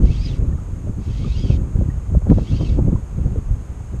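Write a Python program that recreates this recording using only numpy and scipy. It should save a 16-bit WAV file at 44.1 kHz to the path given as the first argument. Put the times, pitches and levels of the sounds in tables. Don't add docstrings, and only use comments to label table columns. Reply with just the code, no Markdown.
import sys
import numpy as np
from scipy import signal
from scipy.fft import rfft, irfft
from scipy.io import wavfile
from scipy.ndimage import uniform_filter1d, minimum_filter1d

SR = 44100
rng = np.random.default_rng(int(sys.argv[2]) if len(sys.argv) > 2 else 0)


def file_out(sig):
    cols = np.atleast_2d(sig).T
    lim = np.clip(cols, -1, 1)
    pcm = np.round(lim * 32767).astype(np.int16)
    wavfile.write(sys.argv[1], SR, pcm)


N = 176400

# (time [s], rate [Hz])
PULL_RATE = [
    [(.03, 700), (.11, 1280), (.14, 1470), (.195, 2250), (.235, 2570), (.262, 2460), (.295, 1900),
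     (.33, 1450), (.41, 650)],
    [(.99, 500), (1.15, 1030), (1.3, 1200), (1.375, 1570), (1.42, 1650), (1.47, 1570), (1.52, 1300),
     (1.59, 900)],
    [(2.31, 450), (2.48, 1060), (2.56, 1540), (2.62, 1640), (2.68, 1320), (2.715, 1130), (2.8, 600)],
]
# (time [s], level [dB])
PULL_ENVELOPE = [
    [(.02, -55), (.06, -51), (.11, -44.5), (.2, -46), (.28, -41.5), (.325, -48), (.36, -48.5), (.42, -71)],
    [(.99, -62), (1.05, -53.5), (1.13, -49), (1.29, -47), (1.38, -43.5), (1.44, -48.5), (1.52, -42.5),
     (1.565, -49), (1.6, -89)],
    [(2.31, -54), (2.42, -50.5), (2.48, -47), (2.55, -46), (2.63, -46.5), (2.7, -47), (2.76, -54),
     (2.81, -70)],
]
# (slip spread [fraction of speed], buzz gain [dB], rasp gain [dB])
PULL_FRICTION = [(.024, -3, -2.5), (.028, -4, -2.5), (.034, -4, -2.5)]
PULL_PARTIALS = [(-5, 2, -13, -24), (-7, 0, 0, -7), (-7, 0, 1, -10)]
# (frequency [Hz], width [Hz], gain [dB])
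ROD_MODES = [(2260, 70, 0), (2620, 100, 1), (2820, 70, -1), (3130, 70, -1), (3325, 70, -2), (3570, 100, -4),
             (3890, 80, 0), (4300, 60, 1), (4680, 90, 1), (4935, 60, 0), (5190, 120, -6), (5390, 90, -7)]
# (frequency [Hz], gain [dB])
ROD_RADIATION = [(500, -46), (1400, -26), (1900, -5), (2300, -6.5), (3200, -3.5), (4300, -5.5), (5200, -8),
                 (6400, -3), (7200, -15), (10000, -38), (16000, -44)]
# (time [s], deep rumble [dB], upper flutter [dB])
GUSTS = [(0.0, -8, -18), (0.12, -12, -29), (0.19, -20, -38.5), (0.41, -20, -30.5), (0.5, -12, -29),
         (0.67, -28.5, -46), (0.7, -16.5, -36), (0.83, -24.5, -35.5), (0.89, -15.5, -28),
         (0.95, -26.5, -41.5), (1.0, -23, -28), (1.05, -27.5, -52), (1.08, -10, -26.5), (1.15, -21.5, -42),
         (1.27, -19.5, -25), (1.3, -17.5, -45.5), (1.47, -20.5, -24), (1.5, -20.5, -26),
         (1.56, -14.5, -30.5), (1.59, -16, -27.5), (1.73, -26.5, -35.5), (1.75, -15.5, -30),
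         (1.89, -14, -29.5), (1.92, -16.5, -38.5), (2.07, -28.5, -46.5), (2.15, -11, -22.5),
         (2.18, -11, -43), (2.21, -24.5, -53), (2.32, -9.5, -15.5), (2.35, -12, -30), (2.38, -12.5, -21),
         (2.46, -26.5, -37), (2.54, -9, -17.5), (2.58, -21.5, -41), (2.61, -14, -22.5), (2.75, -19.5, -34),
         (2.8, -8, -18), (2.81, -16.5, -25), (2.94, -15.5, -26.5), (3.03, -23, -47), (3.16, -26, -42.5),
         (3.19, -18.5, -24.5), (3.21, -12.5, -35.5), (3.26, -19, -28.5), (3.32, -19.5, -34.5),
         (3.38, -16.5, -25.5), (3.45, -28.5, -50), (3.51, -13, -37), (3.58, -28.5, -43), (3.91, -26.5, -47),
         (3.94, -22.5, -31), (4.0, -14.5, -43)]
# (centre [Hz], level at reference gust [dB], flutter share [0-1], eddy depth [dB])
WIND_BANDS = [(27.7, -29.5, 0, 5.5), (52, -22, 0.01, 7), (113.6, -27.5, 0.23, 3.5), (212.5, -35.5, 0.98, 5),
              (333, -43.5, 1, 1.5), (474, -49, 1, 8), (920, -66.5, 0.5, 3)]
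# (time [s], level [dB], centre [Hz])
THUMPS_AND_TICK = [(.085, -16, 112), (0.898, -10, 60), (1.1, -31, 59), (1.502, -14, 246), (1.504, -3, 98.5),
                   (1.757, -9, 73), (1.792, -9, 94), (1.822, -9, 130), (1.889, -12, 110),
                   (2.149, -17.5, 158), (2.173, -6.5, 90), (2.221, -30, 450), (2.27, -19.5, 336),
                   (2.301, -1, 139), (2.302, -27.5, 1290), (2.311, -6, 128), (2.318, -0.5, 216),
                   (2.376, -8.5, 110), (2.385, -14, 353), (2.535, -10, 109), (2.612, -18.5, 344),
                   (2.632, -13, 157), (2.791, -7, 216), (2.824, -9.5, 98), (2.853, -8, 80),
                   (2.885, -8, 160), (2.924, -22, 303), (2.931, -7, 138), (3.266, -13.5, 139),
                   (3.514, -13, 55.6)]
# (time [s], start pitch [Hz], level [dB], decay to 1/e [cycles])
WATER_PLIPS = [(.525, 1800, -43.5, 12), (0.586, 1250, -38, 7.2), (.872, 580, -25, 2.7),
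               (1.244, 1197, -30, 7.6), (1.811, 536, -17.5, 2.3), (1.9, 1860, -37.5, 13.5),
               (2.149, 583, -12.5, 1.75), (2.809, 1160, -41, 9), (2.877, 515, -20, 3.4),
               (2.959, 1010, -26.5, 4), (3.358, 446, -16.5, 2.2), (3.803, 790, -33, 3.3)]
# (frequency [Hz], relative density [dB])
WASH = [(150, -8.5), (400, 4.5), (700, -2.5), (1200, -4.5), (1800, -13), (2600, -16), (4000, -26.5),
        (6000, -35.5), (14000, -53)]
# (frequency [Hz], relative density [dB])
HISS = [(2000, -19.5), (5900, -14), (6250, -6), (6500, 1), (7100, -6), (8500, -9), (9500, -13),
        (10300, -20), (11700, -17.5), (13000, -24), (14200, -43)]

T = np.arange(N) / SR
FREQS = np.maximum(np.fft.rfftfreq(N, 1 / SR), 1)


def fly_line(jerk_share=.025, jerks_per_s=60, slips_per_s=450, catch_db=2.8, catches_per_s=80,
             grain_db=2.0, rod_body_db=-10, speed_power=1.3):
    modes = sum(undb(db) / (1 + 2j * (FREQS - hz) / width_hz) for hz, width_hz, db in ROD_MODES)
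    rod = (undb(rod_body_db) + modes) * colour(ROD_RADIATION)
    out = 0
    for rates, levels, friction, partials in zip(PULL_RATE, PULL_ENVELOPE, PULL_FRICTION, PULL_PARTIALS):
        slip_share, buzz_db, rasp_db = friction
        effort = undb(curve(levels, left=-200, right=-200))
        effort_rms = np.sqrt(np.mean(effort ** 2))
        rate_hz = curve(rates) * (1 + jerk_share * walk(jerks_per_s))
        buzz = 0
        for harmonic, db in enumerate(partials, 1):
            hz = harmonic * rate_hz * (1 + slip_share * walk(slips_per_s))
            phase = 2 * np.pi * np.cumsum(hz) / SR
            buzz += undb(db + catch_db * walk(catches_per_s)) * np.sin(phase)
        rasp = rng.standard_normal(N) * undb(grain_db * walk(slips_per_s))
        for drive, db in ((buzz * rate_hz ** speed_power, buzz_db), (rasp, rasp_db)):
            out += undb(db) * effort_rms * unit_rms(filtered(drive * effort, rod))
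    return out


def wind(rumble_ref_db=-19, flutter_ref_db=-34, eddies_per_s=41):
    rumble_db = curve([(at_s, db) for at_s, db, _ in GUSTS]) - rumble_ref_db
    flutter_db = curve([(at_s, db) for at_s, _, db in GUSTS]) - flutter_ref_db
    eddies = np.tanh(walk(eddies_per_s))
    centres_hz, *columns = np.array(WIND_BANDS).T
    out = 0
    for hz in 28 * 2 ** np.arange(0, 5.6, .5):
        db, share, depth_db = (np.interp(np.log(hz), np.log(centres_hz), column) for column in columns)
        band = noise(np.cos(np.pi * np.clip(np.log2(FREQS / hz), -.5, .5)))
        local_power = uniform_filter1d(band ** 2, int(SR * max(.04, 2 / hz)))
        steady_band = band / np.sqrt(local_power + .2)
        gust = undb(db + (1 - share) * rumble_db + share * flutter_db)
        out += steady_band * unit_rms(undb(depth_db * eddies)) * gust
    return out


def thumps_and_tick(swing_db=.5, churn_db=-19, churn_s=.0085):
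    out = np.zeros(N)
    for at_s, db, hz in THUMPS_AND_TICK:
        phase = 2 * np.pi * hz * (T - at_s)
        swing = -phase * np.exp(.5 * (1 - phase ** 2))
        window = np.exp(-.5 * ((T - at_s) / churn_s) ** 2)
        churn = noise(FREQS * np.exp(-FREQS / hz)) * window
        out += undb(db) * (undb(swing_db) * swing + undb(churn_db) * churn)
    return out


def water(wash_db=-47.5, drift_db=.5, drifts_per_s=6.7, attack_s=.0012, rise_per_s=1.8):
    out = undb(wash_db + drift_db * walk(drifts_per_s)) * noise(colour(WASH))
    for at_s, hz, db, cycles in WATER_PLIPS:
        age_s = np.clip(T - at_s, 0, .2)
        envelope = (1 - np.exp(-age_s / attack_s)) * np.exp(-age_s * hz / cycles)
        phase = 2 * np.pi * hz * age_s * (1 + .5 * rise_per_s * age_s)
        out += undb(db) * envelope * np.sin(phase)
    return out


def undb(db):
    return 10 ** (np.asarray(db) / 20)


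def unit_rms(x):
    return x / np.sqrt(np.mean(x ** 2))


def curve(rows, **ends):
    return np.interp(T, *np.array(rows, float).T, **ends)


def colour(points):
    hz, db = np.array(points, float).T
    return undb(np.interp(np.log(FREQS), np.log(hz), db))


def filtered(x, gain):
    return irfft(rfft(x) * gain, N)


def noise(gain):
    return unit_rms(filtered(rng.standard_normal(N), gain))


def walk(turns_per_s):
    return noise(np.exp(-.5 * (2 * FREQS / turns_per_s) ** 2))


def scene():
    return (fly_line() + wind() + thumps_and_tick() + water())[None]


def record(dry):
    low_cut_hz, high_cut_hz = 5.7, 14200
    hiss_db, limiter_s, fade_s = -58, .0051, .003
    x = filtered(dry, 1 / np.sqrt(1 + (low_cut_hz / FREQS) ** 6))
    x += undb(hiss_db) * noise(colour(HISS))
    span = int(limiter_s * SR)
    limit_gain = 1 / np.maximum(np.abs(x), 1)
    x *= uniform_filter1d(minimum_filter1d(limit_gain, span), span)
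    x *= np.minimum(T / fade_s, 1)
    return signal.sosfilt(signal.ellip(8, .2, 70, high_cut_hz, fs=SR, output="sos"), x)


dry = scene()
out = record(dry)
file_out(out)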